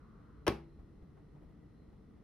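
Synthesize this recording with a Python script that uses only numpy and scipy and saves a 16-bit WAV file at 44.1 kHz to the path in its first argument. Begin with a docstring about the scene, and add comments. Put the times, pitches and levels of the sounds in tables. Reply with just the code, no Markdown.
"""In a quiet room, a plastic laptop lid is lowered by hand and shuts on its base, on a wooden table.
One edge touches first, and the rest of the rim slaps down about a hundredth of a second later.
Short noise bursts make the rim contacts; dying sine waves make the panel, the case and the table ring.
A dull echo and fading noise are the room's answer. The hinge, the hand, a low rumble and a faint hiss
are shaped noise, and a few narrow hums waver in the background."""
import sys
import numpy as np
from scipy import signal
from scipy.fft import rfft, irfft
from scipy.io import wavfile

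SR = 44100
rng = np.random.default_rng(int(sys.argv[2]) if len(sys.argv) > 2 else 0)


def store_pcm(level_fs):
    """Save levels as 16-bit WAV."""
    pcm = np.round(np.clip(level_fs, -1, 1) * 32767).astype(np.int16)
    wavfile.write(sys.argv[1], SR, np.atleast_2d(pcm).T)


N = 98475
TIME = np.arange(N) / SR  # seconds
FREQ = np.arange(N // 2 + 1) * SR / N  # Hz
SLAP_S = 0.4805  # the main blow

# how alike left and right are in the background and hand sounds: f/Hz, likeness (-1 to 1)
AIR_LIKENESS = [(30, 0.99), (100, 0.91), (300, 0.77), (700, .3), (1300, 0.6), (2400, .6), (4400, .45),
                (8000, -0.45), (13000, 0)]


def from_db(db):
    """Turn decibels into a gain."""
    return 10 ** (np.asarray(db) / 20)


def rms_one(x):
    """Scale a sound to an average strength (rms) of 1."""
    return x / np.sqrt(np.mean(x ** 2) + 1e-20)


def at_hz(points, hz):
    """Read between the points of a table, with frequency on a log scale."""
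    f, value = np.transpose(points)
    return np.interp(np.log(hz), np.log(f), value)


def dying(start, t60, rise=1e-4):
    """Loudness curve of a blow: a quick rise, then a fade that loses 60 dB every t60 seconds."""
    age = np.maximum(TIME - start, 0)
    return (1 - np.exp(-age / rise)) * np.exp(-np.log(1000) * age / t60)


def noise(spectrum, likeness):
    """Stereo noise with a given colour; a shared part and an opposed part set the left-right likeness."""
    hz = np.maximum(FREQ, 1)
    shared, opposed = rfft(rng.standard_normal((2, N)))
    alike = np.clip(at_hz(likeness, hz), -.99, .99)
    both = np.sqrt(1 + alike) * shared + np.sqrt(1 - alike) * opposed * [[1], [-1]]
    colour = from_db(at_hz(spectrum, hz)) * (hz > 15)
    return rms_one(irfft(both * colour, N))


def narrow_noise(hz, width_hz):
    """Stereo noise in one narrow band; the second of two passes is kept, once the filter has settled."""
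    edges = [hz - width_hz / 2, hz + width_hz / 2]
    band = signal.butter(2, edges, "band", fs=SR, output="sos")
    white = noise([(1, 0), (SR, 0)], AIR_LIKENESS)
    return rms_one(signal.sosfilt(band, np.hstack([white, white]))[:, N:])


def ring(modes, start, rise=1e-4):
    """A struck body rings as a sum of dying sine waves, every second one upside down."""
    age = np.maximum(TIME - start, 0)
    total = np.zeros(N)
    for k, (hz, db, t60) in enumerate(modes):
        tone = np.sin(2 * np.pi * hz * age) * dying(start, t60, rise)
        total += (-1) ** k * from_db(db) * tone
    return total


def panned(db):
    """Left and right gains: left is raised by db and right lowered by db."""
    return from_db(db * np.array([[1], [-1]]))


def waver():
    """A slowly wandering gain: random levels 6.7 times a second, joined by straight lines in dB."""
    knots = rng.standard_normal(64)
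    return from_db(2.5 * np.interp(TIME * 6.7, np.arange(len(knots)), knots))


def room_tone():
    """Steady noise gives the rumble and hiss; narrow bands of noise give the wavering hums."""
    # colour of the steady noise: f/Hz, relative level per Hz/dB
    air_colour = [(16, -27), (25, -8.5), (36, 0.5), (55, -2.5), (118, -5.5), (165, -4), (229, -6.5),
                  (263, -11.5), (302, -9), (366, -15), (432, -12.5), (554, -23), (1020, -29.5), (1270, -27),
                  (1710, -38.5), (1970, -33.5), (2320, -42), (3420, -43.5), (4140, -48), (5500, -47),
                  (7190, -55), (9480, -50.5), (16000, -65)]
    # hums: f/Hz, width/Hz, level before wavering/dB
    hums = [(60.7, 10, -67.5), (147.2, 12, -67.5), (223.5, 14, -74), (299.3, 18.7, -70.5), (1903, 200, -90),
            (4105, 200, -94)]
    total = from_db(-58) * noise(air_colour, AIR_LIKENESS)
    for hz, width_hz, db in hums:
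        total += from_db(db) * waver() * narrow_noise(hz, width_hz)
    return total


def hinge():
    """The hinge rubs softly while the lid moves: a band of noise that fades out as the lid lands."""
    stop_s, release_s = .47, 0.069
    moving = np.clip((stop_s - TIME) / release_s, 0, 1)
    return from_db(-71) * moving * narrow_noise(hz=1212, width_hz=390)


def handling():
    """Soft touches of hand and sleeve: short swells of dull noise (bumps) and brighter noise (brushes)."""
    # bumps: t/s, level/dB
    bump_times = [(0.191, -64), (0.789, -52), (0.900, -57), (1.021, -50), (1.420, -50), (1.488, -53),
                  (1.926, -51.5)]
    # colour of the bumps: f/Hz, relative level per Hz/dB
    bump_colour = [(30, -5.5), (60, 1.5), (150, -7), (300, -14), (700, -27), (2000, -43), (6000, -59)]
    # brushes: t/s, level/dB, rise/s, time to fade 60 dB/s
    brush_times = [(0.190, -64, .03, .3), (0.788, -65, 0.0017, 0.15), (1.168, -64, 0.0022, 0.22),
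                   (1.345, -61.5, 0.013, 0.27), (1.410, -67.5, .01, 0.27), (1.610, -70, 0.013, 0.26),
                   (1.880, -67.5, 0.011, 0.15), (2.160, -70, 0.0095, 0.33)]
    # colour of the brushes: f/Hz, relative level per Hz/dB
    brush_colour = [(100, -4), (400, 2), (700, 4.5), (1400, -7), (2600, -18.5), (5000, -34), (7400, -34),
                    (10000, -33.5), (15500, -42)]
    bumps = sum(from_db(db) * dying(s, t60=0.16, rise=0.0027) for s, db in bump_times)
    brushes = sum(from_db(db) * dying(s, t60, rise) for s, db, rise, t60 in brush_times)
    return bumps * noise(bump_colour, AIR_LIKENESS) + brushes * noise(brush_colour, AIR_LIKENESS)


def rim_contacts():
    """Each time the rim meets the base, a sharp tick and a longer, dense plastic clack burst out."""
    # contacts: t/s, tick level/dB, clack level/dB
    contacts = [(0.4670, -30, -35.5), (0.4696, -33.5, -30.5), (0.4756, -51, -43.5), (0.4791, -21, -26),
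                (0.4805, -44, -27.5)]
    # colour of the tick: f/Hz, relative level per Hz/dB
    tick_colour = [(500, -3), (1500, 5), (3000, 1), (4400, -12), (5700, -0.5), (6800, -24), (8000, -26),
                   (10000, -9), (12200, -11.5), (13200, -17), (15500, -20.5)]
    # colour of the shell's clack: f/Hz, relative level per Hz/dB
    clack_colour = [(100, -17), (400, 3), (1000, -4.5), (1800, -13), (3000, -11), (4500, -19.5),
                    (5700, -24.5), (7000, -36.5), (10000, -30), (15500, -36)]
    # how alike left and right are: f/Hz, likeness (-1 to 1)
    contact_likeness = [(200, 0.99), (700, .8), (1500, .6), (3000, .55), (6000, .6), (13000, .4)]
    tick_curve = sum(from_db(db) * dying(s, t60=0.0064) for s, db, _ in contacts)
    total = tick_curve * noise(tick_colour, contact_likeness)
    for s, _, db in contacts:
        total += from_db(db) * dying(s, t60=0.052) * noise(clack_colour, contact_likeness)
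    return total


def case_ring():
    """The case is set ringing while the rim lands."""
    # ringing tones of the case: f/Hz, relative level/dB, time to fade 60 dB/s
    case_modes = [(422.7, 2, .075), (481, -2.5, .1), (577.5, -1, 0.09), (744.4, -4.5, .14),
                  (819, -16.5, 0.29), (886, -4, .08), (1027, -0.5, 0.084), (1078.5, -2.5, .09),
                  (1112, -6.5, 0.15), (1266, -6.5, .1), (1495, -5, 0.083), (1727, -16, 0.14),
                  (1904, -22.5, .08), (2076, -20, 0.15), (2343, -19, 0.14), (2474, -19, 0.1),
                  (2622, -11.5, .085), (2847, -17, .07), (3012, -16, .075), (3305, -14.5, 0.039),
                  (3818, -21, .07)]
    return from_db(-29) * ring(case_modes, start=0.4704, rise=0.0032)


def panel_flex():
    """The lid panel flexes once as it lands flat; its tones die quickly."""
    # tones of the panel: f/Hz, relative level/dB, time to fade 60 dB/s
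    panel_modes = [(183.6, -7.5, .05), (323, -1.5, 0.045), (394, 1, .035), (690, -4.5, 0.024)]
    return from_db(-20.5) * ring(panel_modes, SLAP_S)


def table_thud():
    """The table top takes the main blow and booms at its own low tones."""
    # tones of the table: f/Hz, relative level/dB, time to fade 60 dB/s
    table_modes = [(63, 0, 0.29), (115.2, 4.5, .17), (147.6, -2.5, 0.42), (203.5, 1.5, 0.18),
                   (227.2, -14, 0.54), (333.5, -11.5, 1), (393, -8, 0.39)]
    return from_db(-36) * ring(table_modes, SLAP_S)


def right_late(x):
    """Sound reaches the right microphone 30 microseconds later; turning its phases delays it."""
    delay = np.exp(-2j * np.pi * FREQ * 3e-5)
    return np.array([x[0], irfft(rfft(x[1]) * delay, N)])


def wall_echo(slap):
    """The far wall sends the low part of the slap back once, the same on both sides."""
    delay_s, cutoff_hz = .040, 350
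    low_pass = signal.butter(2, cutoff_hz, fs=SR, output="sos")
    dull = signal.sosfilt(low_pass, slap.mean(axis=0))
    return from_db(-11.5) * np.interp(TIME - delay_s, TIME, dull, left=0)


def room_tail():
    """Many blurred reflections of the slap, made from noise; each octave fades at its own rate."""
    # colour of the room's answer: f/Hz, relative level per Hz/dB
    tail_colour = [(50, -12), (150, 3), (400, 1), (700, -6), (1400, -13), (2800, -16), (4000, -21.5),
                   (5500, -22.5), (7400, -38), (10000, -32), (15500, -42)]
    # how long the room rings: f/Hz, time to fade 60 dB/s
    tail_t60 = [(60, 0.25), (300, 0.27), (1000, 0.33), (4000, 0.25), (9000, 0.24), (14000, 0.21)]
    # how alike left and right are: f/Hz, likeness (-1 to 1)
    tail_likeness = [(60, .6), (150, .85), (300, 0.92), (700, 0.069), (2500, 0.77), (6000, 0.29),
                     (9500, 0.19), (13000, 0.12)]
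    wash = rfft(noise(tail_colour, tail_likeness))
    octave = np.round(np.log2(np.maximum(FREQ, 32)))
    total = np.zeros((2, N))
    for k in np.unique(octave):
        band = irfft(wash * (octave == k), N)
        total += band * dying(SLAP_S, at_hz(tail_t60, 2 ** k), rise=0.0045)
    return from_db(-34) * total


def scene():
    """The lid shuts on the table in the quiet room."""
    background = panned(0.52) * room_tone() + hinge() + handling()
    slap = rim_contacts() + case_ring() + panel_flex()
    direct = panned(1) * right_late(slap + table_thud())
    return background + direct + wall_echo(slap) + room_tail()


def record(dry):
    """A steep filter removes the treble above about 15900 Hz."""
    taps = signal.firwin(401, 15900, fs=SR, window="blackman")
    return signal.fftconvolve(dry, taps[None], mode="same", axes=1)


dry = scene()
out = record(dry)
store_pcm(out)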